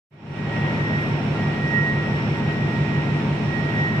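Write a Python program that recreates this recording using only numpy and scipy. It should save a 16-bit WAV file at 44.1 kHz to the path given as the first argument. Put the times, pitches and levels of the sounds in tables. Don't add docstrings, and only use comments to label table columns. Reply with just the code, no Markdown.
import sys
import numpy as np
from scipy import signal
from scipy.fft import rfft, irfft
from scipy.io import wavfile

SR = 44100
rng = np.random.default_rng(int(sys.argv[2]) if len(sys.argv) > 2 else 0)


def wav_out(sig):
    wavfile.write(sys.argv[1], SR, np.round(np.clip(np.atleast_2d(sig).T, -1, 1) * 32767).astype(np.int16))


def linear_from_db(decibels):
    return 10 ** (np.asarray(decibels, float) / 20)


N = 176400
T = np.arange(N) / SR
CYCLE_HZ = 5.9843

# (frequency [Hz], density [dB per Hz])
RUMBLE_COLOUR = [(7, -27), (13, -15), (18, -28), (50, -22.5), (80, -7), (130, 3), (250, -3), (700, -24.5)]
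# (frequency [Hz], density [dB per Hz])
ROAR_COLOUR = [(250, -24.5), (450, -0.5), (800, -4), (1250, -7.5), (1700, -10.5), (2400, -9), (3300, -16.5),
               (5000, -36.5)]
# (frequency [Hz], density [dB per Hz])
HISS_COLOUR = [(2600, -17), (3700, -1.5), (4800, -10.5), (6300, -15.5), (7600, -19), (9300, -27.5),
               (11000, -35), (16000, -37.5)]
# (frequency [Hz], likeness [-1 to 1])
EAR_LIKENESS = [(60, 0.94), (210, 1), (330, 0.66), (500, 0.68), (770, 0.65), (1170, 0.11), (1790, -0.11),
                (2740, -0.057)]
# (frequency [Hz], left minus right [dB])
EAR_LEANING = [(700, -.2), (1200, -0.5), (1800, -8.5), (2740, -7.5), (3700, -1.5), (4800, 3), (9000, 3.5),
               (12500, 1.5)]
WHISTLE_PITCHES = [5440, 8060, 1374, 826.5, 2470, 672]
# (width [Hz], level [dB], left minus right [dB])
WHISTLE_SHAPES = [(340, -55.5, 4), (230, -75.5, 14.5), (20, -49, -6), (15.9, -49.5, 5.5), (40, -56, -11),
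                  (60, -51, -1.5)]
TONE_PITCHES = [921.6, 1656, 2787, 3788, 9680, 9958, 10000, 10041, 10319, 10680]
# (level [dB], left minus right [dB], fading [dB])
TONE_SHAPES = [(-44.5, 0, 3.5), (-58, -4, 3), (-66, 3, 3), (-68, 0, 3), (-85, 7, 4), (-91, 7, 4),
               (-82, 7, 4), (-88, 7, 4), (-83.5, 7, 4), (-95, 7, 4)]
# (time [s], level [dB], time to fall 60 dB [s])
VALVE_SPITS = [
    (.143, -49, .02),
    (1.014, -58.5, .3),
    (2.519, -60.5, .27),
    (3.908, -66, .05),
]
# (time [s], left [dB], right [dB], longer path to the right ear [cm])
BLOWER_WHINE = [(.3, -46, -48.5, 1), (.57, -32, -31, 0.98), (.77, -37, -37, 8.3), (.9, -30.5, -28.5, 6.7),
                (1.1, -38, -34.5, 8.7), (1.26, -54, -47, 4.1), (1.45, -36, -36, 2),
                (1.62, -30.5, -33.5, 4.3), (1.72, -31.5, -22, 5), (2.05, -31.5, -35.5, 3.5),
                (2.24, -39, -38, 9.8), (2.5, -34.5, -42, 2), (2.64, -35, -36.5, 6.4),
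                (2.76, -43, -31.5, 3.4), (3.07, -38.5, -34, 5.8), (3.28, -46, -48.5, 3.8),
                (3.56, -46, -32, 3.2), (3.82, -33, -29, 7.1)]
# (firing time [s], level [dB], ring of its exhaust pipe [Hz])
CYLINDERS = [
    (-.0014, -14.5, 146),
    (.0265, -19, 176),
    (.0555, -17, 148),
    (.0833, -19.5, 175),
    (.112, -8, 146),
    (.1385, -14.5, 136),
]
# (frequency [Hz], level [dB], time to fall 60 dB [s])
FUNNEL_RINGS = [(107, -11.5, .4), (190, -16, .4)]
ORDERS_11_TO_40 = [-58, -53.5, -52.5, -44.5, -46.5, -62, -50, -34.5, -53, -40.5, -56, -63.5, -33.5, -31,
                   -33.0, -33, -41.5, -55, -36.5, -46, -60.5, -40.5, -41.5, -60.5, -40, -35.5, -46, -57,
                   -50, -47]
ORDERS_41_TO_70 = [-38.5, -51, -45.5, -50.5, -47, -55, -55, -46, -51.5, -48.5, -49, -45.5, -60.5, -52.5,
                   -45.5, -43.5, -55.5, -44.5, -65, -67, -50, -51.0, -55.5, -48, -48.5, -53, -49.5, -61.5,
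                   -50, -45]
# (time [s], gain [dB])
FADE_IN = [
    (.1, -88),
    (.108, -41),
    (0.126, -26.5),
    (.22, -17),
    (.3, -11),
    (.38, -4.5),
    (.46, -3),
    (.56, 0.5),
]


def rms_one(x):
    return x / np.sqrt(np.mean(x ** 2) + 1e-20)


def at_hz(points, hz):
    table_hz, value = np.array(points).T
    return np.interp(np.log(hz + 1), np.log(table_hz), value)


def drift(rate_hz, count=1):
    r = np.exp(-2 * np.pi * rate_hz * 40 / SR)
    noise = rng.standard_normal((count, N // 40 + 2002))
    slow = signal.lfilter([1], [1, -2 * r, r * r], noise)[:, 2000:]
    place = np.arange(N) / 40
    return np.array([np.interp(place, np.arange(len(row)), rms_one(row - row.mean())) for row in slow])


def pan(left_minus_right_db):
    return linear_from_db(np.array([[left_minus_right_db / 2], [-left_minus_right_db / 2]]))


def air_noise(colour):
    hz = np.arange(N // 2 + 1) * SR / N
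    mid, side = rfft(rng.standard_normal((2, N)))
    alike = np.clip(at_hz(EAR_LIKENESS, hz), -1, 1)
    sign = np.array([[1], [-1]])
    ears = np.sqrt(1 + alike) * mid + sign * np.sqrt(1 - alike) * side
    inside = (hz > colour[0][0]) & (hz < colour[-1][0])
    level_db = at_hz(colour, hz) + sign * at_hz(EAR_LEANING, hz) / 2
    return rms_one(irfft(ears * inside * linear_from_db(level_db), N))


def fans():
    gust_db = 0.25 * drift(0.8, count=3) + 0.5 * drift(8.8, count=3)
    rumble = linear_from_db(-33 + gust_db[0]) * air_noise(RUMBLE_COLOUR)
    roar = linear_from_db(-32.5 + gust_db[1]) * air_noise(ROAR_COLOUR)
    hiss = linear_from_db(-50 + gust_db[2]) * air_noise(HISS_COLOUR)
    return rumble + roar + hiss


def duct_whistles():
    swell_db = 1.2
    out = 0
    for hz, (width_hz, level_db, pan_db) in zip(WHISTLE_PITCHES, WHISTLE_SHAPES):
        r = np.exp(-np.pi * width_hz / SR)
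        resonance = [0.97, 0.0029, -0.957, 1, -2 * r * np.cos(2 * np.pi * hz / SR), r * r]
        whistle = rms_one(signal.sosfilt([resonance] * 2, rng.standard_normal((2, N))))
        out = out + linear_from_db(level_db + swell_db * drift(4.7)) * pan(pan_db) * whistle
    return out


def fan_and_drive_tones():
    out = 0
    for hz, (level_db, pan_db, fading_db) in zip(TONE_PITCHES, TONE_SHAPES):
        gain = np.sqrt(2) * linear_from_db(level_db + fading_db * drift(5.4, count=2)) * pan(pan_db)
        out = out + gain * np.cos(2 * np.pi * hz * T + 1.07 * drift(3.0, count=2))
    return out


def air_valve():
    band = signal.butter(2, [7000, 15000], "band", fs=SR, output="sos")
    air = signal.sosfilt(band, rng.standard_normal((2, N)))
    shape = 0
    for start_s, level_db, t60_s in VALVE_SPITS:
        since_s = np.maximum(T - start_s, 0)
        shape = shape + (T > start_s) * linear_from_db(level_db - 60 * since_s / t60_s)
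    return pan(5.5) * shape * air


def blower_whine():
    whine_hz, wander_hz, sound_cm_per_s = 1894, 0.38, 34300
    time_s, *columns = np.transpose(BLOWER_WHINE)
    left_db, right_db, path_cm = [np.interp(T, time_s, column) for column in columns]
    phase = 2 * np.pi * np.cumsum(whine_hz + wander_hz * drift(3.7)[0]) / SR
    left_lead = 2 * np.pi * whine_hz * path_cm / sound_cm_per_s
    level_db = np.array([left_db, right_db]) + 3.0 * drift(7.6, count=2)
    return np.sqrt(2) * linear_from_db(level_db) * np.cos([phase + left_lead, phase])


def ring(hz, ring_hz, t60_s):
    decay_hz = np.log(1000) / (2 * np.pi * t60_s)
    return ring_hz / ((decay_hz + 1j * hz) ** 2 + ring_hz ** 2)


def exhaust_phases(order, hz):
    funnel = sum(linear_from_db(db) * ring(hz, ring_hz, t60_s) for ring_hz, db, t60_s in FUNNEL_RINGS)
    cycle = 0
    for firing_s, level_db, pipe_hz in CYLINDERS:
        puff = linear_from_db(level_db) * np.exp(-2j * np.pi * hz * firing_s)
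        cycle = cycle + puff * (ring(hz, pipe_hz, 0.3) + funnel)
    outlet = (1j * hz / (1j * hz + 100)) ** 2
    hull_lag_s = 0.03 * (hz < 105)
    scatter = np.pi * np.clip((order - 34) / 3, 0, 1) * rng.uniform(-0.97, 1, len(order))
    return np.angle(cycle * outlet) - 2 * np.pi * hz * hull_lag_s + scatter


def diesel_engine():
    firing_order_db, waver_db, side_db = -48, 0.68, -23
    order = np.r_[6, 11:71]
    hz = order * CYCLE_HZ
    level_db = np.r_[firing_order_db, ORDERS_11_TO_40, ORDERS_41_TO_70]
    start = exhaust_phases(order, hz)
    waver = drift(0.94, count=8)
    skew = rng.normal(0, 1, len(order)) * linear_from_db(side_db) * hz / 100

    crank = np.linspace(0, 1, 4097)
    turn = 2 * np.pi * np.outer(order, crank) + start[:, None]
    gain = np.sqrt(2) * linear_from_db(level_db)[:, None]
    mid = gain * np.cos(turn)
    side = gain * skew[:, None] * np.sin(turn)

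    out = np.zeros((2, N))
    now = T * CYCLE_HZ % 1
    for k in range(8):
        left = (mid + side)[k::8].sum(axis=0)
        right = (mid - side)[k::8].sum(axis=0)
        ears = np.array([np.interp(now, crank, left), np.interp(now, crank, right)])
        out += linear_from_db(waver_db * waver[k]) * ears
    return out


def scene():
    background = fans() + duct_whistles() + fan_and_drive_tones()
    return background + air_valve() + blower_whine() + diesel_engine()


def band_limit(x):
    return signal.sosfilt(signal.butter(12, 15940, fs=SR, output="sos"), x)


def record(dry):
    time_s, gain_db = np.transpose(FADE_IN)
    faded = dry * linear_from_db(np.interp(T, time_s, gain_db))
    self_noise = linear_from_db(-86) * rng.standard_normal(dry.shape)
    mix = (faded + self_noise) * (T > time_s[0])
    return band_limit(mix)


dry = scene()
out = record(dry)
wav_out(out)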